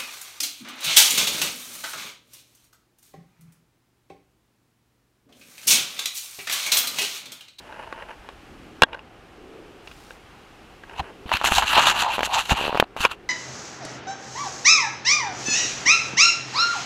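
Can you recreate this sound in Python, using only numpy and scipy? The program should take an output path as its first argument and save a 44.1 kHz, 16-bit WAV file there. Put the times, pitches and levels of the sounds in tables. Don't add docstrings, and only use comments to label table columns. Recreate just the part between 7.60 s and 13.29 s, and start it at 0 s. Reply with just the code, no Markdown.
import sys
import numpy as np
from scipy import signal
from scipy.fft import rfft, irfft
from scipy.io import wavfile
from scipy.ndimage import uniform_filter1d

SR = 44100
rng = np.random.default_rng(int(sys.argv[2]) if len(sys.argv) > 2 else 0)


def log_audio(samples):
    frames = np.atleast_2d(samples).T
    limited = np.clip(frames, -1, 1)
    pcm = np.round(limited * 32767).astype(np.int16)
    wavfile.write(sys.argv[1], SR, pcm)


N = 250929
TIME = np.arange(N) / SR


def undb(db):
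    return 10 ** (np.asarray(db) / 20)


def unit(x):
    return x / np.sqrt(np.mean(x ** 2))


def peaked(x, db):
    return x * undb(db) / np.abs(x).max()


def band(x, lo_hz, hi_hz, order=2):
    return signal.sosfilt(signal.butter(order, [lo_hz, hi_hz], "band", fs=SR, output="sos"), x)


def colour(x, points):
    hz, db = np.transpose(points)
    bins_hz = np.maximum(np.arange(N // 2 + 1) * SR / N, 1)
    gain = undb(np.interp(np.log(bins_hz), np.log(hz), db))
    return unit(irfft(rfft(x) * gain, N))


def drift(rate_hz):
    step = int(SR / rate_hz)
    stairs = np.repeat(rng.standard_normal(N // step + 1), step)[:N]
    return unit(uniform_filter1d(stairs, step))


def grains(rate_hz, spread_db):
    hits = (rng.random(N) < rate_hz / SR) * rng.standard_normal(N)
    return unit(hits * undb(spread_db * np.minimum(rng.exponential(size=N), 4)))


def add(out, start_s, sound):
    i = int(start_s * SR)
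    out[i:i + len(sound)] += sound[:N - i]


def movement(time_s, level_db, fade_s=0.0027):
    gain = undb(np.interp(TIME, time_s, level_db, left=-np.inf, right=-np.inf))
    return np.abs(uniform_filter1d(gain, int(fade_s * SR)))


# pitch_hz, level_db
AIR_TONE = [(15, -41), (25, -2.5), (140, -5), (169, -6), (378, -4), (631, -10), (782, -5), (919, -11.5),
            (1200, -9.5), (2010, -14.5), (2850, -13.5), (3530, -20), (13500, -38), (15500, -47)]
# peak_s, pitch_hz, level_db
RUSH_SWELLS = [(1.078, 280, -48), (1.95, 386, -45.5), (3.55, 385, -48), (5.5, 382, -52)]
def outdoors(air_db=-48.5, breeze_db=-60, rush_width_hz=60, swell_s=0.25):
    air = colour(rng.standard_normal(N), AIR_TONE) * undb(air_db + 0.27 * drift(15))
    breeze = unit(band(rng.standard_normal(N), 23, 65)) * undb(breeze_db + 4.6 * drift(21))
    peak_s, pitch_hz, level_db = np.transpose(RUSH_SWELLS)
    noise = band(rng.standard_normal((2, N)), 0.87, 260)
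    blur = unit(signal.sosfilt(signal.butter(1, rush_width_hz, fs=SR, output="sos"), noise))
    phase = 2 * np.pi * np.cumsum(np.interp(TIME, peak_s, pitch_hz)) / SR
    rush = blur[0] * np.cos(phase) + blur[1] * np.sin(phase)
    swells = np.exp(-((TIME[:, None] - peak_s) / swell_s) ** 2) @ undb(level_db)
    return air + breeze + rush * swells


# pitch_hz, level_db
CLOTH_TONE = [(180, -19), (300, -14), (669, 4), (763, -17), (855, 8), (1230, -6.5), (1540, -1), (2280, -11),
              (2870, -6), (3440, -24.5), (7790, -36), (8600, -45), (9800, -27), (15000, -78)]
# time_s, level_db
CLOTH_MOVES = [
    [(0.0, -52.5), (0.172, -43), (0.479, -44.5), (0.511, -38), (0.567, -60), (0.686, -51), (0.758, -61)],
    [(1.261, -52.5), (1.347, -39.5), (1.373, -47.5), (1.449, -62)],
    [(3.275, -54), (3.297, -46), (3.336, -47.5), (3.44, -44), (3.52, -50)],
]
def clothes(boost_db=1, sleeve_start_s=2.255, sleeve_end_s=2.56, fade_s=0.065, sleeve_db=-57.5):
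    rustle = colour(grains(rate_hz=1800, spread_db=1) * undb(2.5 * drift(70.14)), CLOTH_TONE)
    sleeve = unit(band(grains(rate_hz=9800, spread_db=-10), 2500, 6800, order=1))
    moving = sum(movement(*np.transpose(move)) for move in CLOTH_MOVES)
    sliding = np.clip(np.minimum(TIME - sleeve_start_s, sleeve_end_s - TIME) / fade_s + .5, 0, 1)
    return rustle * undb(boost_db) * moving + sleeve * sliding * undb(sleeve_db)


# start_s, peak_db, length_s
AIR_PUFFS = [(1.223, -15, 0.006), (3.395, -25.5, 0.029), (3.655, -26, 0.016), (3.738, -22.5, .022),
             (3.84, -29, 0.033), (3.915, -16, 0.012), (4.025, -30, 0.029), (4.912, -10.5, 0.029),
             (5.403, -22.5, 0.0081)]
def thumps(pitch_hz=62, flutter_db=-6):
    out, t = np.zeros(N), TIME[:SR // 5]
    for start_s, peak_db, length_s in AIR_PUFFS:
        rise = t / (length_s / 4)
        swing = np.sin(2 * np.pi * pitch_hz * np.exp(0.18 * rng.standard_normal()) * t)
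        flutter = undb(flutter_db) * unit(band(rng.standard_normal(len(t)), 46, 293))
        add(out, start_s, peaked((swing + flutter) * rise * np.exp(-rise), peak_db))
    return out


# pitch_hz, level_db, ring_s (time to fade by 60 dB)
CASE_NOTES = [(547, -8.5, 0.025), (901, -2.5, 0.029), (1120, -1, 0.028), (1480, 2.5, 0.0072),
              (1602, 5.5, 0.018), (1866, -9.5, 0.034), (2490, -0.5, 0.011), (2766, 5, 0.013),
              (3330, -8.5, 0.035), (3730, -6, 0.024), (4350, -38, 0.011), (4980, -8, 0.0054),
              (6230, -13, 0.01), (10900, -14, .012)]
# start_s, body_db, crack_db
CASE_KNOCKS = [(0.125, -31, -39), (0.326, -19, -33), (0.424, -26.5, -43), (0.689, -27, -28.5),
               (1.221, 1, 3), (1.234, 1, -3), (1.331, -31, -23.5), (1.346, -24, -29), (1.392, -37, -31),
               (2.274, -48, -30.5), (2.314, -39, -35.5), (2.507, -30.5, -34.5), (3.236, -30.5, -48),
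               (3.296, -33, -32.5), (5.451, -6, -2)]
def knocks(contact_s=0.0022, chatter=0.34, split_hz=2100, body_boost_db=1, crack_boost_db=2):
    out, t = np.zeros(N), TIME[:SR // 12]
    for start_s, body_db, crack_db in CASE_KNOCKS:
        push = chatter * rng.standard_normal(len(t)) * np.exp(-t / contact_s)
        push[0] += 1
        push = band(push, 430, 4300, order=1)
        low, high = np.zeros((2, len(t)))
        for pitch_hz, level_db, ring_s in CASE_NOTES:
            hz = pitch_hz * (1 + rng.standard_normal() / 200)
            ring = undb(level_db - 60 * t / ring_s) * np.sin(2 * np.pi * hz * t)
            low += ring * (pitch_hz < split_hz)
            high += ring * (pitch_hz >= split_hz)
        body, crack = (signal.fftconvolve(push, part)[:len(t)] for part in (low, high))
        add(out, start_s, peaked(body, body_db + body_boost_db))
        add(out, start_s, peaked(crack, crack_db + crack_boost_db))
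    return out


def pop(start_hz, end_hz=230, glide_s=0.00196, rise_s=0.00031, tail=0.062, tail_s=0.006):
    t = TIME[:SR // 25]
    glide_hz = end_hz + (start_hz - end_hz) * np.exp(-t / glide_s)
    pitch_hz = glide_hz * np.exp(rng.standard_normal() / 10)
    loudness = t / rise_s * np.exp(1 - t / rise_s) + tail * np.exp(-t / tail_s)
    return -np.sin(2 * np.pi * np.cumsum(pitch_hz) / SR) * loudness


def creak(start_s=4.985, end_s=5.095, first_db=-19, last_db=-11, count=9,
          pop_hz=850, jitter_s=0.00162, spread_db=2):
    out = np.zeros(N)
    for time_s, peak_db in np.linspace((start_s, first_db), (end_s, last_db), count):
        shift, size = rng.standard_normal(2)
        add(out, time_s + jitter_s * shift, peaked(pop(pop_hz), peak_db + spread_db * size))
    return out


# start_s, pop_db, crack_db
FINGER_SLIPS = [(3.693, -23.5, -20), (3.717, -7.5, -17), (3.769, -26, -9.5), (3.814, -12, -23),
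                (3.843, -5, -10), (3.858, -18, -4), (3.887, -13, -20), (3.921, -5, -17), (4.023, -11, -14),
                (4.168, -10, -25), (4.182, -6, -12), (4.582, -10.5, -20), (4.592, -9.5, -12),
                (4.607, -11.5, -8), (4.631, -7.5, -3.5), (4.675, -19, -33), (4.858, -38.5, -20),
                (4.895, -19, -9.5), (5.128, -11.5, -33), (5.147, -9.5, -27), (5.154, -8, -27),
                (5.174, -10, -13.5), (5.199, 0.5, 2.5), (5.226, -2.5, -27), (5.365, -16.5, -20)]
def slips(light_hz=1350, firm_hz=920, crack_s=0.0031, fizz_db=-21, pop_boost_db=1.5, crack_cut_db=3):
    out, t = np.zeros(N), TIME[:SR // 25]
    pitches_hz = np.geomspace(light_hz, firm_hz, len(FINGER_SLIPS))
    for (start_s, pop_db, crack_db), pitch_hz in zip(FINGER_SLIPS, pitches_hz):
        snap = rng.standard_normal(len(t)) * np.exp(-t / crack_s)
        crack = band(snap, 1400, 3460) + undb(fizz_db) * band(snap, 8100, 13400)
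        add(out, start_s, peaked(pop(pitch_hz), pop_db + pop_boost_db))
        add(out, start_s, peaked(crack, crack_db - crack_cut_db))
    return out


# pitch_hz, level_db
RUB_TONE = [(1000, -6), (1300, -3.5), (1600, -4.5), (2100, -13), (2750, 3), (3300, -9.5), (4200, -7.5),
            (5200, -25), (6450, -13.5), (7450, -14.5), (8400, -27), (10000, -25.5), (13500, -30),
            (15500, -42)]
# time_s, rasp_db, hollow_db (ring compared with the rasp)
FINGER_DRAGS = [
    [(3.35, -48, 2), (3.384, -36.5, -4), (3.404, -24.5, 5.5), (3.414, -43, 8.5)],
    [(3.66, -45.5, -1), (3.71, -39, -8), (3.72, -35, 16), (3.732, -20, -11.5), (3.747, -20.5, -5),
     (3.787, -39, -10), (3.83, -31.5, -1)],
    [(3.83, -39, 0), (3.849, -19, -10), (3.903, -27.5, -4.5), (3.923, -19, -3), (3.953, -25, -13),
     (3.985, -15.5, 1), (4.015, -33.5, -3)],
    [(4.015, -33, -8), (4.025, -24, -2), (4.089, -24, -13.5), (4.153, -17, -6), (4.184, -15, 3),
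     (4.21, -13.5, -7.5)],
    [(4.21, -19, -9), (4.234, -14, -10), (4.246, -18.5, -8.5), (4.27, -10, -8.5), (4.304, -13, -14),
     (4.345, -24.5, -1)],
    [(4.345, -20.5, -4.5), (4.412, -18, -12), (4.468, -27.5, 7.5), (4.55, -22, -7.5), (4.568, -31, -9),
     (4.595, -35, 0)],
    [(4.595, -31, 1), (4.616, -35.5, 5), (4.659, -20.5, -14.5), (4.68, -38, 2)],
    [(4.68, -39.5, 6), (4.727, -30.5, 6.5), (4.743, -21.5, -6), (4.777, -26, 7), (4.791, -22.5, -3.5),
     (4.85, -40.5, -6)],
    [(4.85, -37.5, -8), (4.883, -37.5, -7), (4.917, -16.5, 1.5), (4.945, -38.5, 7)],
    [(4.945, -39, -1), (4.969, -23.5, -3.5), (5.08, -30, -9), (5.114, -36.5, 5), (5.2, -35.5, -1),
     (5.245, -35.5, 3)],
    [(5.37, -36.5, -1), (5.412, -23, -13), (5.432, -24, -13), (5.454, -20, 4.5), (5.485, -43, -15)],
    [(5.485, -45, -7), (5.515, -23.5, -11.5), (5.555, -54, -9)],
]
SKIN_DRYNESS = [-22, -20.5, -12, -18, -14, -15, -12.5, -7.5, -9, -19, -14.5, -19]
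def rubbing(hollow_hz=910, half_width_hz=115, dulling=0.53, murmur_db=-23, rumble_db=-24):
    rasp_gain, hollow_gain, hiss_gain, edge_gain = np.zeros((4, N))
    for drag, dryness_db in zip(FINGER_DRAGS, SKIN_DRYNESS):
        time_s, rasp_db, hollow_db = np.transpose(drag)
        bright_db = dryness_db - dulling * hollow_db
        rasp_gain += movement(time_s, rasp_db)
        hollow_gain += movement(time_s, rasp_db + hollow_db)
        hiss_gain += movement(time_s, rasp_db + bright_db + 1)
        edge_gain += movement(time_s, rasp_db + 0.4 * bright_db + 6)
    catches = grains(rate_hz=6000, spread_db=1.48) * undb(1.69 * drift(160))
    scrape = colour(catches, RUB_TONE)
    borders_hz = [1100, 2100, 3300, 5200, 8400, 17000]
    low, middle, edge, high, top = (band(scrape, lo, hi, order=3) * undb(1.6 * drift(30))
                                    for lo, hi in zip(borders_hz, borders_hz[1:]))
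    rasp = ((low + middle) * rasp_gain + edge * edge_gain) / np.std(low + middle + edge)
    hiss = unit(high + top) * hiss_gain
    ring = band(catches, hollow_hz - half_width_hz, hollow_hz + half_width_hz, order=1)
    hollow = unit(band(ring, 608, 1066)) * hollow_gain
    murmur = unit(band(catches, 31, 430)) * rasp_gain * undb(murmur_db)
    rumble = unit(band(rng.standard_normal(N), 25, 70)) * rasp_gain * undb(rumble_db + 4 * drift(20))
    return rasp + hiss + hollow + murmur + rumble


def scene():
    fingers = rubbing() + slips() + creak()
    return (fingers + knocks() + thumps() + clothes() + outdoors())[None]


def record(dry, dip_db=-10, recover_s=0.35, lag_s=0.018, limit_db=-1, top_hz=15700):
    level_db = 20 * np.log10(np.abs(dry[0]) + 1e-9)
    overload = np.clip(1 - level_db / limit_db, 1e-9, 1)
    fade = TIME / recover_s
    held = np.exp(np.maximum.accumulate(np.log(overload) + fade) - fade)
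    dip = np.interp(TIME - lag_s, TIME, uniform_filter1d(held, SR // 100))
    treble = signal.sosfiltfilt(signal.butter(1, 2000, "high", fs=SR, output="sos"), dry)
    clipped = np.clip(dry + treble * (undb(dip_db * dip) - 1), -1, 1)
    return signal.sosfilt(signal.ellip(8, .2, 70, top_hz, fs=SR, output="sos"), clipped)


dry = scene()
out = record(dry)
log_audio(out)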